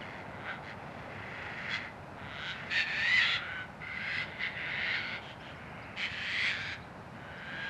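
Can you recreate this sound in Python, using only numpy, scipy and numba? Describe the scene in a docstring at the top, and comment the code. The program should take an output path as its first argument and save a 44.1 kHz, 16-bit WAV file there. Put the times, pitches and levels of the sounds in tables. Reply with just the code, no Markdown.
"""A low roof by a wood, with one mono microphone some way off: terns screech and growl at each other.
Each voice is an unsteady tone near 800 Hz, chopped into a rasp by a fast flap, mixed with hiss
and coloured by bill and throat. Small birds chirp far away and the trees return a faint echo.
Behind it all lies the rumble of a distant road."""
import sys
import numpy as np
from scipy import signal
from scipy.fft import rfft, irfft, next_fast_len
from scipy.io import wavfile
from scipy.ndimage import uniform_filter1d
from numba import njit

SR = 44100
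rng = np.random.default_rng(int(sys.argv[2]) if len(sys.argv) > 2 else 0)


def wav_record(signal):
    """Record a signal, one row per channel, as 16-bit PCM in the file named by sys.argv[1]."""
    frames = np.transpose(np.atleast_2d(signal))
    bounded = np.clip(frames, -1, 1)
    # unit amplitude maps onto the largest positive 16-bit level
    quanta = np.round(bounded * 32767).astype(np.int16)
    wavfile.write(sys.argv[1], SR, quanta)


N = 339129

# Distant traffic and open air: (frequency [Hz], relative level [dB])
AIR_SPECTRUM = [(15, -64.5), (25, -25), (87, -1), (211, -3.5), (260, -5.5), (296, -9), (662, -10),
                (1240, -11.5), (1520, -11), (2130, -20), (2430, -19), (3230, -29.5), (4190, -30.5),
                (6190, -39), (12500, -48.5), (16200, -73), (22000, -120)]
# Drone of far engines: (centre [Hz], width [Hz], level [dB])
ENGINE_BANDS = [(66.5, 10, -71), (103.3, 6.8, -63), (144.5, 14, -61), (192, 37, -63), (570, 110, -62.5),
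                (818, 276, -54.5)]
# Tyre roar swelling and easing: (time [s], gain [dB])
TYRE_SWELL = [(0, 2.5), (.7, 2), (1.5, 1.5), (2.2, 0), (3.7, -1.5), (5, 0), (6, -2), (7.69, -1)]

# Terns on the roof, one table for each kind of call. A call builds to a peak, relaxes and stops:
# (start [s], build [s], hold [s], peak level [dB], swell to the peak [dB], sag after it [dB],
#  treble minus body [dB], onset pitch [Hz], peak pitch [Hz], final pitch [Hz], peak roughness [0-1])
GROWLS = [(0, 0.019, 0.19, -48, -11, 1.5, -13.5, 950, 939, 958, 0.88),
          (.62, 0.078, 0.0089, -45.5, 9, 6, -11, 950, 950, 840, .8),
          (1.56, .12, 0.18, -42, 5, 1.5, -17.5, 950, 1001, 973, 0.61),
          (1.685, .05, 0.019, -37, 12, 10, -3, 835, 835, 847, 0.7)]
CROAKS = [(.24, 0.25, 0.062, -49, 6.1, 1, -9.5, 694, 720, 710, 0.65),
          (.445, 0.053, 0.0061, -37.5, 8, 4.4, -15, 740, 770, 712, 0.41),
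          (2.16, .34, .012, -40, 13, 4, -2, 654, 765, 720, .42)]
CHATTER = [(.76, 0.23, .07, -53.5, 5, 1, -11, 800, 904, 950, 0.89),
           (1.08, 0.36, 0.33, -44, 6, .5, -15, 980, 987, 955, 0.77),
           (2.52, .04, 0.16, -45, 2, 1, -14.5, 965, 960, 973, .8)]
SCREAMS = [(2.695, .085, 0.036, -29, 9.6, 4.5, -6.5, 866, 911, 869, 0.21),
           (2.85, .33, .06, -25.5, 14, 14, -10, 867, 1009, 833, .15)]
SQUAWKS = [(3.195, 0.0401, 0.12, -33.5, 4, 1, -.5, 661, 669, 692, .3)]
CAWS = [(3.35, .24, 0.026, -40.5, 2.5, 2.2, -14.5, 700, 760, 728, 0.28),
        (7.13, .52, .05, -40, 16.3, 0.44, -9.5, 739, 810.4, 823, 0.24)]
SNARLS = [(3.8, .385, 0.043, -35, 9.1, 4.5, -8.5, 702, 835, 732, 0.53)]
RASPS = [(4.24, .04, .26, -48, 1, 1, -10, 900, 925, 900, .85),
         (4.37, .055, .04, -34.5, 10, 2, -9.5, 925, 990, 960, .87),
         (4.535, .415, .21, -33.3, 7.5, 7, -7.5, 850, 940, 710, .52)]
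FAR_CALLS = [(5.2, .1, .01, -52.5, 3, 3, 0.5, 778, 787, 773, 0.88),
             (5.39, 0.066, .05, -52.5, 5, 1, -3, 792, 794, 793, 0.92),
             (5.52, .3, .12, -51.5, 2, .5, -20, 757, 756, 756, 0.93)]
SCREECHES = [(5.955, .07, 0.032, -35, 10, 2, -6, 968, 1028, 1010, 0.76),
             (6.085, .385, 0.26, -31, 13.3, 9.3, -7, 854, 1021, 810, .45)]

# Sliding resonances of windpipe and bill: (frequency at the onset [Hz], slide [Hz/s], gain [dB])
GROWL_BILL = [(2110, -100, 2), (3370, -100, -11.5), (4130, -100, 0)]
CROAK_BILL = [(1890, 455, 2.5), (3470, -450, -3), (3690, 297, 3.5)]
CHATTER_BILL = [(2030, -50, 2), (2630, -50, -1.5), (3680, 502, -8)]
SCREAM_BILL = [(2394, 300, 5.5), (3670, 660, 1.6), (4320, 510, 7)]
SQUAWK_BILL = [(2080, 50, -6), (3350, 450, 9.5), (3780, 500, 13.5)]
CAW_BILL = [(1970, 250, 5), (2920, 100, 5), (3710, 300, -4)]
SNARL_BILL = [(2100, -200, -7), (4150, 346, 1), (4960, 148, 11)]
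RASP_BILL = [(2050, 280, 1.2), (2790, 900, -2.3), (3340, 2100, 2)]
FAR_BILL = [(2210, -400, -3), (2970, -900, 2), (3180, -900, 0)]
SCREECH_BILL = [(2620, -700, 3), (2950, 1200, 7), (3940, 1500, -4)]

# Colour of the throat: (frequency [Hz], relative gain [dB])
GROWL_THROAT = [(590, -44), (1000, -22), (1410, -4), (2040, -6.5), (2390, -9.5), (3110, -12), (3370, -5),
                (3720, -18.5), (4160, -14.5), (4640, -16), (11000, -52.5), (14300, -87), (22000, -120)]
CROAK_THROAT = [(590, -54), (1000, -26), (1200, -10), (1320, -2.5), (1550, -4.5), (1750, -14), (2060, -7.5),
                (2620, -11.5), (2990, -10), (3840, -19), (5240, -30), (11000, -58), (14300, -83),
                (22000, -120)]
SCREAM_THROAT = [(470, -51), (800, -21), (1110, -20.5), (1390, -11), (1540, -12), (1750, -11.5),
                 (1960, -6.5), (2170, -9), (2570, -10), (2850, -13.5), (3910, -22), (5310, -32.5),
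                 (6890, -41), (12000, -64), (15600, -102), (22000, -120)]
CAW_THROAT = [(590, -51), (1000, -21), (1200, -9.5), (1520, -6), (1840, -10), (2700, -16), (3800, -23),
              (5130, -36.5), (7200, -45.5), (11000, -66), (14300, -93), (22000, -120)]
SNARL_THROAT = [(590, -59), (1000, -26), (1200, -12), (1550, -12), (1740, -16), (2060, 2), (2350, -13.5),
                (2570, -8.5), (4200, -24.5), (5080, -36), (5450, -40), (7000, -46), (11000, -53),
                (14300, -85), (22000, -120)]
RASP_THROAT = [(590, -50), (1000, -16), (1200, -18), (1460, 0), (1720, -7), (2100, 0.5), (2440, -6),
               (4460, -20), (5960, -38.5), (11000, -71), (14300, -94), (22000, -120)]
SCREECH_THROAT = [(590, -50), (1000, -25), (1100, -16), (2030, -10.5), (3340, -13), (3750, -16),
                  (4470, -15), (5390, -25), (8080, -37.5), (12000, -52), (15600, -84), (22000, -120)]

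# Upward sweep thrown by each closing of the flap: (length [s], from [Hz], to [Hz])
FLAP_SLAP = (.0035, 903, 7500)
# Notch above the bill's highest resonance: (offset [Hz], width [Hz])
BILL_NOTCH = (780, 82)
# Thin whistling resonance of the bill: (centre [Hz], width [Hz], gain [dB])
BILL_WHISTLE = (6910, 490, 1.1)

# Small birds far from the microphone: (centre time [s], pitch [Hz], level [dB], glide [octaves])
FAR_CHIRPS = [(.022, 3000, -45, -0.22), (5.26, 5840, -70, .1), (5.41, 5300, -61, .1),
              (5.565, 5150, -65, 0.16), (5.7, 5000, -66, 0.19), (5.83, 4700, -59, .15),
              (5.845, 4000, -61, .1), (6.83, 3924, -57, 0.16), (7.0, 5600, -74, -0.12),
              (7.385, 5000, -61, -0.14), (7.53, 4450, -64, .1)]

PITCH_LEAD_S, RELEASE_S = .02, .045  # a tern's pitch turns a little before its level does


def undb(db):
    """Decibels to gain."""
    return 10 ** (np.asarray(db) / 20)


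def unit(x):
    """Scale to rms 1."""
    return x / np.sqrt(np.mean(x ** 2) + 1e-20)


def shape(x, gain):
    """Filter by a gain that is a function of frequency."""
    size = next_fast_len(len(x) + 1024)
    hz = np.maximum(np.arange(size // 2 + 1) * SR / size, 1)
    return irfft(rfft(x, size) * gain(hz), size)[:len(x)]


def colour(points, hz):
    """Gain of a (frequency [Hz], level [dB]) spectrum on a log-frequency axis."""
    points_hz, db = np.transpose(points)
    return undb(np.interp(np.log(hz), np.log(points_hz), db))


def below(hz, edge_hz, order=8):
    """Gain of a low-pass."""
    return 1 / (1 + (hz / edge_hz) ** order)


def wander(count, rate_hz):
    """Random drift of rms 1 that swings up to about rate_hz times a second."""
    place = np.arange(count) * 2 * rate_hz / SR
    knots = rng.standard_normal(int(place[-1]) + 2)
    return unit(np.interp(place, np.arange(len(knots)), knots))


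def even(x, span_s=.041):
    """Hold the level at 1 over a span, keeping the faster grain."""
    power = np.abs(uniform_filter1d(x ** 2, int(span_s * SR)))
    return x / np.sqrt(power + 1e-20)


@njit
def resonance(x, hz, width_hz):
    """State-variable band-pass with a moving centre, gain 1 there."""
    y, band, low = np.empty(len(x)), 0., 0.
    for i in range(len(x)):
        step, damping = np.tan(np.pi * hz[i] / SR), width_hz / hz[i]
        mid = (band + step * (x[i] - low)) / (1 + step * (step + damping))
        band, low = 2 * mid - band, low + 2 * step * mid
        y[i] = damping * mid
    return y


def traffic(air_db=-47.8, waver_db=.78):
    """A far road: engine drone in the bass, tyre roar that swells slowly, thin hiss on top."""
    def engine_gain(hz):
        return sum(undb(db) * np.sqrt(SR / 2 / width) * np.exp(-np.pi / 2 * ((hz - centre) / width) ** 2)
                   for centre, width, db in ENGINE_BANDS)

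    air = unit(shape(rng.standard_normal(N), lambda hz: colour(AIR_SPECTRUM, hz)))
    road = undb(air_db) * air + shape(rng.standard_normal(N), engine_gain)
    roar = shape(road, lambda hz: below(hz, 1300, order=4) - below(hz, 260, order=4))
    swell_db = np.interp(np.arange(N) / SR, *np.transpose(TYRE_SWELL))
    return road + roar * (undb(swell_db + waver_db * wander(N, 4.1)) - 1)


def effort(t, build_s, relax_s):
    """Share of the build still to come, and how far the bird has relaxed since the peak, both 0-1."""
    slack = np.clip(1 - t / build_s, 0, 1)
    relaxed = 1 - np.exp(-(np.maximum(t - build_s, 0) / relax_s) ** 2)
    return slack, relaxed


def syrinx(pitch, rough, rasp_hz, depth, second_db, hiss_db, slip=2.56, rasp_jitter=.097, slap_db=-9,
           jitter=.0351, bend=.022, slip_hz=150):
    """A shaky tone rich in harmonics; a flap chops it, bends its pitch, gates the hiss and slaps shut."""
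    n = len(pitch)
    flap_turns = np.cumsum(rasp_hz * (1 + rasp_jitter * wander(n, 81))) / SR
    flap = np.cos(2 * np.pi * flap_turns)
    shake = rough * (jitter * wander(n, 202.2) + bend * flap)
    phase = 2 * np.pi * np.cumsum(pitch * (1 + shake)) / SR
    # the second harmonic stays clearest; the others slip further in phase and spread into bands
    tone = undb(second_db) * np.sin(2 * phase + slip * rough * wander(n, slip_hz))
    for harmonic in (1, *range(3, 14)):
        tone += np.sin(harmonic * phase + slip * (1 + rough) / 2 * wander(n, slip_hz))
    hiss = undb(hiss_db) * np.sqrt(rough) * rng.standard_normal(n)
    bursts = np.exp(depth * np.sqrt(rough) * flap) * undb(.5 * rough * wander(n, 70))
    slap_s, from_hz, to_hz = FLAP_SLAP
    sweep = signal.chirp(np.arange(int(slap_s * SR)) / SR, from_hz, slap_s, to_hz)
    closings = np.diff(np.floor(flap_turns), prepend=0)
    slaps = signal.fftconvolve(closings, sweep, mode="same")
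    return unit((unit(tone) + hiss) * bursts) + undb(slap_db) * rough * unit(slaps)


def bill(x, resonances, t, whistle_lift, width_hz=230.):
    """Windpipe and bill ring at three sliding resonances, with a notch above and a thin whistle on top."""
    offset_hz, notch_width = BILL_NOTCH
    whistle_hz, whistle_width, whistle_db = BILL_WHISTLE
    rings = [(hz + slide * t, db) for hz, slide, db in resonances]
    x = x + sum(undb(db) * resonance(x, hz, width_hz) for hz, db in rings)
    notch_hz = rings[-1][0] + offset_hz
    x = x - resonance(x, notch_hz, float(notch_width))
    return x + undb(whistle_db) * resonance(x, whistle_hz * whistle_lift, float(whistle_width))


def tern(calls, resonances, throat, rasp_hz, low_db, open_db, hoarse, quicken=0, attack_s=.021, arch=.55,
         relax_s=.0703, crack=0, whistle_follow=0, chatter=0, chatter_hz=26, split_hz=2800, **voice):
    """One kind of call: with effort the voice grows louder, clearer and mostly higher, then relaxes."""
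    out = np.zeros(N + 2 * SR)
    for (start, build, hold, peak_db, swell_db, sag_db, bright_db,
         onset_hz, peak_hz, final_hz, rough) in calls:
        t = np.arange(int((build + hold + RELEASE_S) * SR)) / SR
        slack, relaxed = effort(t, build, relax_s)
        to_rise, fallen = effort(t + PITCH_LEAD_S, build, relax_s)
        risen = np.exp(-(to_rise / arch) ** 2)
        pitch = onset_hz + (peak_hz - onset_hz) * risen + (final_hz - peak_hz) * fallen
        # the voice starts hoarse and may crack as the pitch drops; the rattle may quicken near the peak
        roughness = np.clip(rough + hoarse * slack + crack * np.sqrt(fallen) * (1 - fallen), .02, 1)
        rattle_hz = rasp_hz * (1 + quicken * risen ** 10)
        cry = syrinx(pitch, roughness, rattle_hz, **voice)
        cry = bill(cry, resonances, t, whistle_lift=(pitch / onset_hz) ** whistle_follow)
        cry = shape(cry, lambda hz: colour(throat, hz) * undb(low_db * below(hz, 820)) * below(hz, 11500))
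        # as the bill opens, the treble shifts by open_db against the body of the voice
        body = shape(cry, lambda hz: below(hz, split_hz, order=20))
        cry = even(body) + undb(bright_db - open_db * slack) * even(cry - body)
        # a chattering bird pulses its call into quick notes
        notes = unit(np.exp(chatter * np.cos(2 * np.pi * chatter_hz * t)))
        edges = np.clip(np.minimum(t / attack_s, (t[-1] - t) / RELEASE_S), 0, 1)
        level = undb(peak_db - swell_db * slack - sag_db * relaxed)
        at = int(start * SR)
        out[at:at + len(t)] += edges * notes * level * cry
    return out[:N]


def colony():
    """All the terns, some way from the microphone, from hoarse growls to clear screams."""
    growls = tern(GROWLS, GROWL_BILL, GROWL_THROAT, rasp_hz=105.5, depth=.46,
                  second_db=0, hiss_db=4.5, low_db=2, open_db=-2, hoarse=.19)
    croaks = tern(CROAKS, CROAK_BILL, CROAK_THROAT, rasp_hz=141.9, depth=.7,
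                  second_db=9, hiss_db=-.5, low_db=-3, open_db=12, hoarse=.9,
                  rasp_jitter=.013, slap_db=3.5, quicken=.3, arch=.45)
    chatter = tern(CHATTER, CHATTER_BILL, GROWL_THROAT, rasp_hz=209.7, depth=.3,
                   second_db=-6.5, hiss_db=6.5, low_db=-1, open_db=2, hoarse=.12, chatter=.16)
    screams = tern(SCREAMS, SCREAM_BILL, SCREAM_THROAT, rasp_hz=185.1, depth=.51,
                   second_db=10, hiss_db=4.5, low_db=0, open_db=-1, hoarse=.45,
                   slip=2.1, slap_db=-4.5, arch=.35, relax_s=.066, crack=.37)
    squawks = tern(SQUAWKS, SQUAWK_BILL, SCREAM_THROAT, rasp_hz=194, depth=.52,
                   second_db=0, hiss_db=5.5, low_db=-3, open_db=-1, hoarse=.1, slip=2.7)
    caws = tern(CAWS, CAW_BILL, CAW_THROAT, rasp_hz=167.5, depth=.72,
                second_db=4.5, hiss_db=5, low_db=-12, open_db=4.5, hoarse=.39, slip=2.2)
    snarls = tern(SNARLS, SNARL_BILL, SNARL_THROAT, rasp_hz=160, depth=.41,
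                  second_db=8.5, hiss_db=3, low_db=-5, open_db=11, hoarse=.039, arch=.65, relax_s=.05)
    rasps = tern(RASPS, RASP_BILL, RASP_THROAT, rasp_hz=176.2, depth=.49,
                 second_db=4, hiss_db=5, low_db=1, open_db=7, hoarse=.32, attack_s=.033, relax_s=.05)
    far_calls = tern(FAR_CALLS, FAR_BILL, CAW_THROAT, rasp_hz=150.7, depth=.36,
                     second_db=-6, hiss_db=0, low_db=-17, open_db=1, hoarse=.03)
    screeches = tern(SCREECHES, SCREECH_BILL, SCREECH_THROAT, rasp_hz=189.4, depth=.38,
                     second_db=10, hiss_db=5.5, low_db=-20, open_db=-.5, hoarse=.53,
                     rasp_jitter=.066, slap_db=-7, arch=.5, relax_s=.065, crack=.82, whistle_follow=.9)
    return growls + croaks + chatter + screams + squawks + caws + snarls + rasps + far_calls + screeches


def small_birds(spread_s=.007):
    """Far-off chirps: short gliding whistles, each under a bell-shaped swell."""
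    out = np.zeros(N)
    for centre_s, hz, db, glide in FAR_CHIRPS:
        first, last = int((centre_s - 4 * spread_s) * SR), int((centre_s + 4 * spread_s) * SR)
        at = np.arange(max(first, 0), min(last, N))
        offset = (at / SR - centre_s) / spread_s
        pitch = hz * 2 ** (glide * offset / 2) * (1 + .022 * wander(len(at), 400))
        out[at] += undb(db) * np.exp(-offset ** 2 / 2) * np.sin(2 * np.pi * np.cumsum(pitch) / SR)
    return out


def tree_echo(x, t60_s=.52, wet_db=-16, dull_hz=4000, rise_s=.0087):
    """Trunks in the wood scatter a dull echo back to the microphone."""
    t = np.arange(SR) / SR
    tail = rng.standard_normal(SR) * undb(-60 * t / t60_s) * np.clip(t / rise_s, 0, 1)
    tail = shape(tail, lambda hz: below(hz, dull_hz, order=2))
    return undb(wet_db) * signal.fftconvolve(x, unit(tail) / np.sqrt(SR))[:N]


def scene():
    """Birds, their echo and the road at the microphone, alike in both channels."""
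    birds = colony() + small_birds()
    return np.tile(birds + tree_echo(birds) + traffic(), (2, 1))


def record(dry):
    """The camera's microphone cuts the top steeply."""
    top_hz = 12850
    low_pass = signal.ellip(10, .05, 60, top_hz, fs=SR, output="sos")
    return signal.sosfiltfilt(low_pass, dry)


dry = scene()
out = record(dry)
wav_record(out)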